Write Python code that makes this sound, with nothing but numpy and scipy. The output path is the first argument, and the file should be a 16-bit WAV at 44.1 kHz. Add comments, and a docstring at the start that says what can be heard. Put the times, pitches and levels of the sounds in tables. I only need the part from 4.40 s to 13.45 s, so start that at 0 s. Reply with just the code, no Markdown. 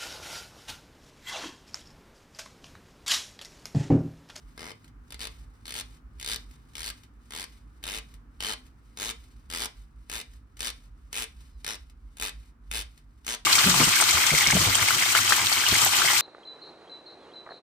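"""Fast rattles of clicks ring a wooden shaft, with cloth rustle and ticks between them, over a low lumpy hum.
A cue is twisted in a cloth gripped round its leather tip: on each twist the leather sticks and slips, and
each slip is a noise burst, a dragging tail and a dull push through the shaft modes. The hand turning back
rustles the cloth as grainy noise, once with a faint squeak. Close by stands a phone on the workbench of a
small shop, which adds short echoes, a hum of narrow low noise and resonant room noise."""
import sys
import numpy as np
from scipy import signal
from scipy.fft import rfft, irfft, next_fast_len
from scipy.io import wavfile
from scipy.ndimage import uniform_filter1d

SR = 44100
rng = np.random.default_rng(int(sys.argv[2]) if len(sys.argv) > 2 else 0)


def to_wav(sig):
    """Store sig (one row per channel, or 1-D mono) as 16-bit WAV at the path in sys.argv[1].

    Samples outside -1..1 are clipped; the rate is SR.
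    """
    pcm = np.clip(np.atleast_2d(sig), -1, 1) * 32767
    pcm = np.round(pcm).astype(np.int16)
    wavfile.write(sys.argv[1], SR, pcm.T)  # frames by channels


N = 399105

# Twists of the cue; levels are relative: (start [s], length [ms], 5 slip rates evenly through it [1/s],
# 4 slip levels evenly through it [dB], bass gain [dB], treble gain [dB], 2 rings of the folded cloth [Hz],
# wood gain [dB], extra level of the second slip [dB])
TWISTS = [(0.1773, 143.0, 55.6, 90.45, 73.5, 115.8, 73.3, -38, -35.5, -38, -36, 6.5, 1.5, 2100, 5040, 5, 1),
          (0.7056, 41.0, 62.3, 57.25, 52, 46.6, 40.3, -37.5, -34.5, -32, -33, -0.5, 3.0, 3560, 4600, 0.5, 0),
          (0.7934, 80.0, 69.45, 119.4, 113.2, 69.3, 39.2, -33.5, -30.5, -30.5, -32, -0.5, 3.0, 3640, 4460, 0.5, -1),
          (1.2553, 157.0, 85.6, 75.2, 51, 130.5, 76.2, -36.0, -30.5, -30, -28, -2.0, 5.0, 3450, 4340, 0.5, -1),
          (1.7985, 164.0, 79.15, 51.38, 83, 125.7, 41.15, -33, -24.5, -25.5, -25, -5.5, 4.0, 3650, 4570, 0.5, 0),
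          (2.354, 151.0, 71.5, 82, 77.5, 125.3, 60.9, -31, -30, -29.5, -28, -3.0, 5.5, 3320, 4460, 0.5, -6),
          (2.907, 135.0, 66.96, 73, 83, 105.5, 70.6, -38, -28, -31, -31.5, 3.5, 5.5, 3350, 4400, 0.5, -1),
          (3.4392, 149.0, 58.12, 97.96, 95.56, 117.1, 86.6, -28, -28, -29, -29, 1.0, 4.5, 3670, 2710, 0.5, -6),
          (4.005, 131.0, 107.6, 86.76, 110.1, 109.7, 84.2, -25.5, -24.5, -25, -27, 0.0, 2.5, 3120, 4320, 0.5, -11),
          (4.573, 139.0, 62.6, 100.9, 105.1, 121.7, 106.6, -32, -25, -27.5, -27, 1.0, 4.0, 3680.0, 6600, 0.5, -2),
          (5.1009, 159.0, 83.26, 85.3, 83.4, 135.3, 76.9, -31, -24.5, -28, -25, 1.5, 5.5, 3400, 4770, 0.5, -2),
          (5.698, 117.0, 39.8, 99.8, 120, 106.9, 70.2, -28, -28.5, -31.5, -30, 1.0, 6.0, 3600, 2620, 0.5, 2),
          (6.2056, 99.0, 59.8, 110.9, 127.7, 108.1, 71.1, -25, -29, -25, -30, -2.0, 5.0, 3620, 4630.0, 0.5, -2),
          (6.729, 114.0, 65.66, 95.65, 127, 126.3, 101, -25.5, -25.5, -28, -30, -0.5, 7.0, 3300, 2630.0, 0.5, -4),
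          (7.2455, 112.0, 37.17, 80.46, 119.8, 104.8, 92.8, -28, -23.5, -29, -35.5, 1.0, 3.5, 3800.0, 5440.0, 0.5, 2),
          (7.77, 125.0, 74, 65.15, 115.2, 94.1, 95.2, -41, -22, -26.5, -30.5, 0.0, 7.0, 3600, 2600, 0.5, -8),
          (8.3136, 110.0, 71.1, 109.1, 120.1, 89.8, 112.3, -25.5, -25.5, -25, -32.5, -1.0, 6.0, 3500, 2560, 0.5, -5),
          (8.8659, 84.0, 59.8, 110.5, 121.5, 124.6, 112, -25.0, -25, -26, -28, 0.0, 5.5, 3320, 6360.0, 0.5, 1)]
# Colour of a slip, shared by the cloth: (frequency [Hz], relative gain [dB])
SLIP_COLOUR = [(80, -32), (200, -8), (452, -12), (565, -15.5), (1080, -9.5), (1850, -4), (3880, -6),
               (6900, -10), (10000, -11.5), (11800, -16), (14800, -18.5), (16800, -53.5)]


def undb(db):
    """Convert dB to amplitude gain."""
    return 10 ** (np.asarray(db) / 20)


def on_log(table, hz):
    """Read (frequency, value) points on a log-frequency axis."""
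    f, v = np.transpose(table)
    return np.interp(np.log(hz + 1), np.log(f + 1), v)


def on_time(table):
    """Read (time, value) points at every sample."""
    return np.interp(np.arange(N) / SR, *np.transpose(table))


def shape(x, gain):
    """Filter with a complex gain that is a function of frequency."""
    size = next_fast_len(N + SR)
    hz = np.arange(size // 2 + 1) * SR / size
    return irfft(rfft(x, size) * gain(hz), size)[..., :N]


def unit(x):
    """Scale to rms 1."""
    return x / np.sqrt(np.mean(x ** 2))


def walk(rate_hz):
    """Random levels held 1 / rate_hz and smoothed twice over that time; rms 1."""
    hold = int(SR / rate_hz)
    steps = np.repeat(rng.standard_normal(N // hold + 1), hold)
    smooth = uniform_filter1d(uniform_filter1d(steps, hold), hold)
    return unit(smooth[:N])


def ring(hz, centre_hz, width_hz):
    """Response of one resonance, gain 1 at its centre."""
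    return 1j * hz * width_hz / (centre_hz ** 2 - hz ** 2 + 1j * hz * width_hz)


def impulses(events, gain_db):
    """One impulse per (time, level) event."""
    train = np.zeros(N)
    s, db = np.transpose(events)
    np.add.at(train, (s * SR).astype(int), undb(db + gain_db))
    return train


def rubbing():
    """Slips ring the shaft; each twist has its own grip, which weighs the bands and rings the folded cloth."""
    events = slips()
    # the tear is bright, the drag after it is dull
    clicks = shape(tears(events, tear_s=.00045, snap=5.5), lambda hz: 1j * hz / (1200 + 1j * hz))
    scrape = shape(drag(events, drag_s=0.0057, drag_db=-4), lambda hz: hz / (hz + 700) / (1 + 1j * hz / 4500))
    source = undb(14.0) * clicks + scrape + creep() + jolts(events)
    rung = shape(ports(source), body)

    # index of the current twist; each grip takes over 30 ms before its twist
    starts_s = np.transpose(TWISTS)[0] - .03
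    twist = np.maximum(np.searchsorted(starts_s, np.arange(N) / SR) - 1, 0)
    bass_db, treble_db, *fold_hz, wood_db = np.transpose(TWISTS)[11:16]
    bass = shape(rung, lambda hz: 1 / (1 + (hz / 1600) ** 4))
    treble = shape(rung, lambda hz: 1 - 1 / (1 + (hz / 6300) ** 6))
    out = rung + (undb(bass_db)[twist] - 1) * bass + (undb(treble_db)[twist] - 1) * treble
    wood = shape(out, lambda hz: 1 / (1 + (hz / 650) ** 6))
    out += (undb(wood_db)[twist] - 1) * wood
    for k, pair_hz in enumerate(np.transpose(fold_hz)):
        here = twist == k
        rings = sum(signal.lfilter(*signal.iirpeak(hz, 11, SR), out[:, here]) for hz in pair_hz)
        out[:, here] += undb(0.5) * rings
    return undb(8.5) * out


def slips():
    """(time, level) of every slip: the leather lets go each time turning has wound it up one more step."""
    scatter_db = 1.3
    out, step, u = [], np.arange(20), np.linspace(0, 1, 1000)  # u: fraction of the twist

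    def even(points):
        return np.interp(u, np.linspace(0, 1, len(points)), points)

    for row, chance in zip(TWISTS, rng.standard_normal((len(TWISTS), len(step)))):
        length_s = row[1] / 1000
        wound = np.cumsum(even(row[2:7])) * length_s / len(u)
        at = np.interp(step, wound - wound[0], u)
        db = np.interp(at, u, even(row[7:11])) + row[16] * (step == 1) + scatter_db * chance
        out += zip(row[0] + length_s * at, np.where(at < 1, db, -np.inf))  # none past the end
    return out


def tears(events, tear_s, snap):
    """Short noise bursts of tearing fibres, each with an optional sharp snap at its crest."""
    t = np.arange(SR // 200) / SR
    s, db = np.transpose(events)
    bursts = rng.standard_normal((len(s), len(t))) * (t / tear_s) ** 2 * np.exp(-t / tear_s)
    bursts[:, int(2 * tear_s * SR)] += snap
    # equal energy before the levels
    bursts = bursts / np.sqrt(np.sum(bursts ** 2, axis=1, keepdims=True)) * undb(db)[:, None]
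    out = np.zeros(N)
    first = ((s - tear_s) * SR).astype(int)
    np.add.at(out, first[:, None] + np.arange(len(t)), bursts)
    return out


def drag(events, drag_s, drag_db):
    """Surfaces drag on after each event: decaying noise, partly different at the two ports."""
    train = impulses(events, drag_db)
    shared, left, right = rng.standard_normal((3, N))
    envelope = signal.fftconvolve(train, np.exp(-np.arange(SR // 20) / SR / drag_s))[:N]
    return envelope * (shared + .8 * np.array([left, right]))


def creep():
    """Creeping cloth: noise swells up to the start of each twist and fades as fast after it."""
    creep_s, creep_db = 0.0052, -27.5  # creep_db is against the first slip level
    t = np.arange(N) / SR
    swell = sum(undb(row[7] + creep_db) * np.exp(-np.abs(t - row[0]) / creep_s) for row in TWISTS)
    return swell * rng.standard_normal(N)


def jolts(events):
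    """Each slip jolts the shaft with a dull push of one shape: a low buzz at the slip rate."""
    jolt_hz, jolt_db = 870, 0.5
    train = impulses(events, jolt_db)
    return shape(train, lambda hz: 1 / (1 + 1j * hz / jolt_hz) ** 2) * SR / jolt_hz / (2 * np.pi)


def body(hz):
    """Click colour, shaft modes, and bending waves whose bass arrives late."""
    # modes of shaft and tip: (frequency [Hz], width [Hz], level over the click [dB])
    shaft = [(460, 43, -1), (1630, 46, -6.5), (10540, 1020, -3.5)]
    modes = 1 + sum(undb(db) * ring(hz, f, w) for f, w, db in shaft)
    bending = np.exp(-1j * 0.304 * np.sqrt(hz))
    return undb(on_log(SLIP_COLOUR, hz)) * modes * bending


def ports(pair):
    """Left and right microphone ports differ in phase and level by frequency, half on each side."""
    # lead of the left port: (frequency [Hz], phase [rad])
    left_lead = [(120, 1), (430, 0.59), (1810, -2), (2580, 1.5), (3790, 13.5), (4650, 13.5), (6630, 10),
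                 (12100, 2.5), (15000, -1)]
    # left over right: (frequency [Hz], gain [dB])
    left_gain = [(150, -4.5), (500, 9), (2400, 3), (8000, 1)]

    def half(hz):
        return undb(on_log(left_gain, hz) / 2) * np.exp(.5j * on_log(left_lead, hz))

    return np.array([shape(pair[0], half), shape(pair[1], lambda hz: 1 / half(hz))])


def cloth():
    """Cloth on skin and wood, brighter than the slips: grainy noise rustle and short brushing ticks."""
    # ticks as the grip lets go or takes hold: (time [s], relative level [dB])
    tick_events = [(.444, -49), (.479, -52.5), (1.57, -56.5), (1.785, -59), (2.111, -50), (2.335, -52.5),
                   (2.635, -47.5), (3.429, -43), (3.74, -47.5), (4.265, -53), (4.564, -58), (4.84, -54),
                   (5.936, -52), (6.17, -43), (6.193, -37), (7.007, -53), (7.498, -51.5), (8.577, -49.5),
                   (8.847, -44)]
    grain = undb(rustle_db() + 2.1 * walk(140) + 1.77 * walk(30))
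    shared, left, right = grain * rng.standard_normal((3, N))
    rustle = shared + 0.59 * np.array([left, right])
    brush = undb(18.5) * tears(tick_events, tear_s=0.0021, snap=0)
    ticks = brush + drag(tick_events, drag_s=0.012, drag_db=-7)

    def bright(hz):
        tilt_db = 1.0 * np.log2(hz / 4000 + 0.017)  # about 1 dB per octave
        return undb(on_log(SLIP_COLOUR, hz) + tilt_db)

    return shape(ports(rustle + undb(8) * ticks), bright)


def rustle_db():
    """Rustle level: toward its value as the hand lets go, to a lull, up to the grip before the next twist."""
    # hand turns back: (time [s], relative level at release [dB], in the lull [dB], at the next grip [dB])
    returns = [(.46, -63, -88, -61), (1.02, -54, -69, -61), (1.56, -53, -83.5, -60.5),
               (2.13, -54, -64.5, -57), (2.64, -55.5, -78, -59), (3.17, -54, -67, -62),
               (3.75, -57.5, -80, -66.5), (4.28, -56, -67.5, -63.5), (4.84, -53.5, -61.5, -64.5),
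               (5.43, -56.5, -73, -62), (5.96, -57, -74, -64.5), (6.46, -55.5, -74, -64),
               (7.02, -55.5, -63, -60), (7.48, -60.5, -77.5, -65), (8.08, -56.5, -86, -64),
               (8.59, -60.5, -74, -63)]
    lull_after_s, regrip_before_s, first_grip_db = 0.066, 0.034, -61.5
    starts_s = np.transpose(TWISTS)[0]
    points = [(starts_s[0], first_grip_db)]
    for s, go_db, lull_db, grip_db in returns:
        next_s = starts_s[starts_s > s][0]
        points += [(s, go_db), (s + lull_after_s, lull_db), (next_s - regrip_before_s, grip_db)]
    return on_time(points)


def squeak():
    """Cloth on the shaft as the hand slides back: a breathy whistle gliding down, with a lower companion."""
    # glide: (time [s], frequency [Hz], relative level [dB])
    glide = [(7.09, 5250, -88), (7.12, 5150, -76), (7.18, 4850, -77), (7.21, 4700, -88)]
    s, hz, db = np.transpose(glide)
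    t = np.arange(N) / SR
    wavering_hz = np.interp(t, s, hz) * (1 + .012 * walk(400))
    phase = 2 * np.pi * np.cumsum(wavering_hz) / SR
    tone = np.sin(phase) + .8 * np.sin(.82 * phase)
    return tone * undb(np.interp(t, s, db, -np.inf, -np.inf) + 3.0 * walk(60))


def reverb(dry, t60_low_s, t60_high_s, wet_db):
    """Shop echoes as decaying noise, independent for each port; the treble dies first."""
    t = np.arange(SR // 2) / SR
    noise = rng.standard_normal((2, len(t)))
    low = signal.sosfilt(signal.butter(1, 3000, fs=SR, output="sos"), noise)
    tail = low * undb(-60 * t / t60_low_s) + (noise - low) * undb(-60 * t / t60_high_s)
    tail = shape(tail, lambda hz: 1j * hz / (300 + 1j * hz))  # a small shop returns little bass
    onset = np.clip(t / 0.0022, 0, 1)
    tail = tail[:, :len(t)] * onset / np.sqrt(np.sum(tail ** 2) / 2)
    return undb(wet_db) * signal.fftconvolve(dry.mean(0)[None], tail, axes=1)[:, :N]


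def shop():
    """Lumpy hum, rumble caught in a low room resonance, over room noise that is wider in the treble."""
    # chance level of the narrow low hum noise: (time [s], relative level [dB])
    hum_level = [(0.0, -46), (0.4, -66), (0.58, -50), (1.06, -46.5), (1.16, -56), (2.09, -44.5),
                 (2.14, -58), (2.44, -50), (2.92, -55.5), (3.58, -48), (4.66, -56.5), (4.69, -49),
                 (5.8, -50.5), (8.09, -48), (8.14, -59.5), (8.37, -38.5), (8.57, -56.5), (9.05, -50.5)]
    hum = unit(shape(rng.standard_normal(N), lambda hz: ring(hz, 51.6, 24) ** 3))
    hum = hum / (uniform_filter1d(np.abs(hum), SR // 4) + 0.35)  # evened, so the level follows the table
    hum_pair = np.array([undb(-1.9) * hum, np.roll(hum, -20)])  # nearer the right port
    hum_pair = undb(on_time(hum_level) + 3.0) * hum_pair

    level_db = 0.5 * walk(2.4) - 0.68 * np.arange(N) / SR  # the noise slowly dies down
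    mid, side = rng.standard_normal((2, N)) * undb(level_db)
    mid = shape(mid, room)
    side = shape(side, lambda hz: room(hz) * np.clip(hz / 800, .22, 1))
    return hum_pair + undb(-59.5) / np.std(mid) * np.array([mid + side, mid - side])


def room(hz):
    """Colour of the room noise with narrow low resonances of the shop."""
    # room noise: (frequency [Hz], relative gain [dB])
    room_colour = [(30, -24.5), (110, -2.5), (190, -10.5), (250, -4), (330, -15), (600, -28.5), (1250, -21),
                   (3500, -43.5), (14500, -52)]
    # resonances: (frequency [Hz], width [Hz], level over the room noise [dB])
    drones = [(105.3, 13, 3), (147.4, 7.6, 6)]
    resonances = 1 + sum(undb(db) * ring(hz, f, w) ** 2 for f, w, db in drones)
    return undb(on_log(room_colour, hz)) * resonances


def scene():
    """Rubbing, cloth and squeak close by, their echoes, and the shop."""
    near = rubbing() + cloth() + squeak()
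    return near + reverb(near, t60_low_s=0.23, t60_high_s=0.029, wet_db=-7.0) + shop()


def record(dry):
    """The phone cuts the top with a steep low-pass."""
    top_hz = 16700
    return signal.sosfilt(signal.ellip(10, .2, 70, top_hz, fs=SR, output="sos"), dry)


dry = scene()
out = record(dry)
to_wav(out)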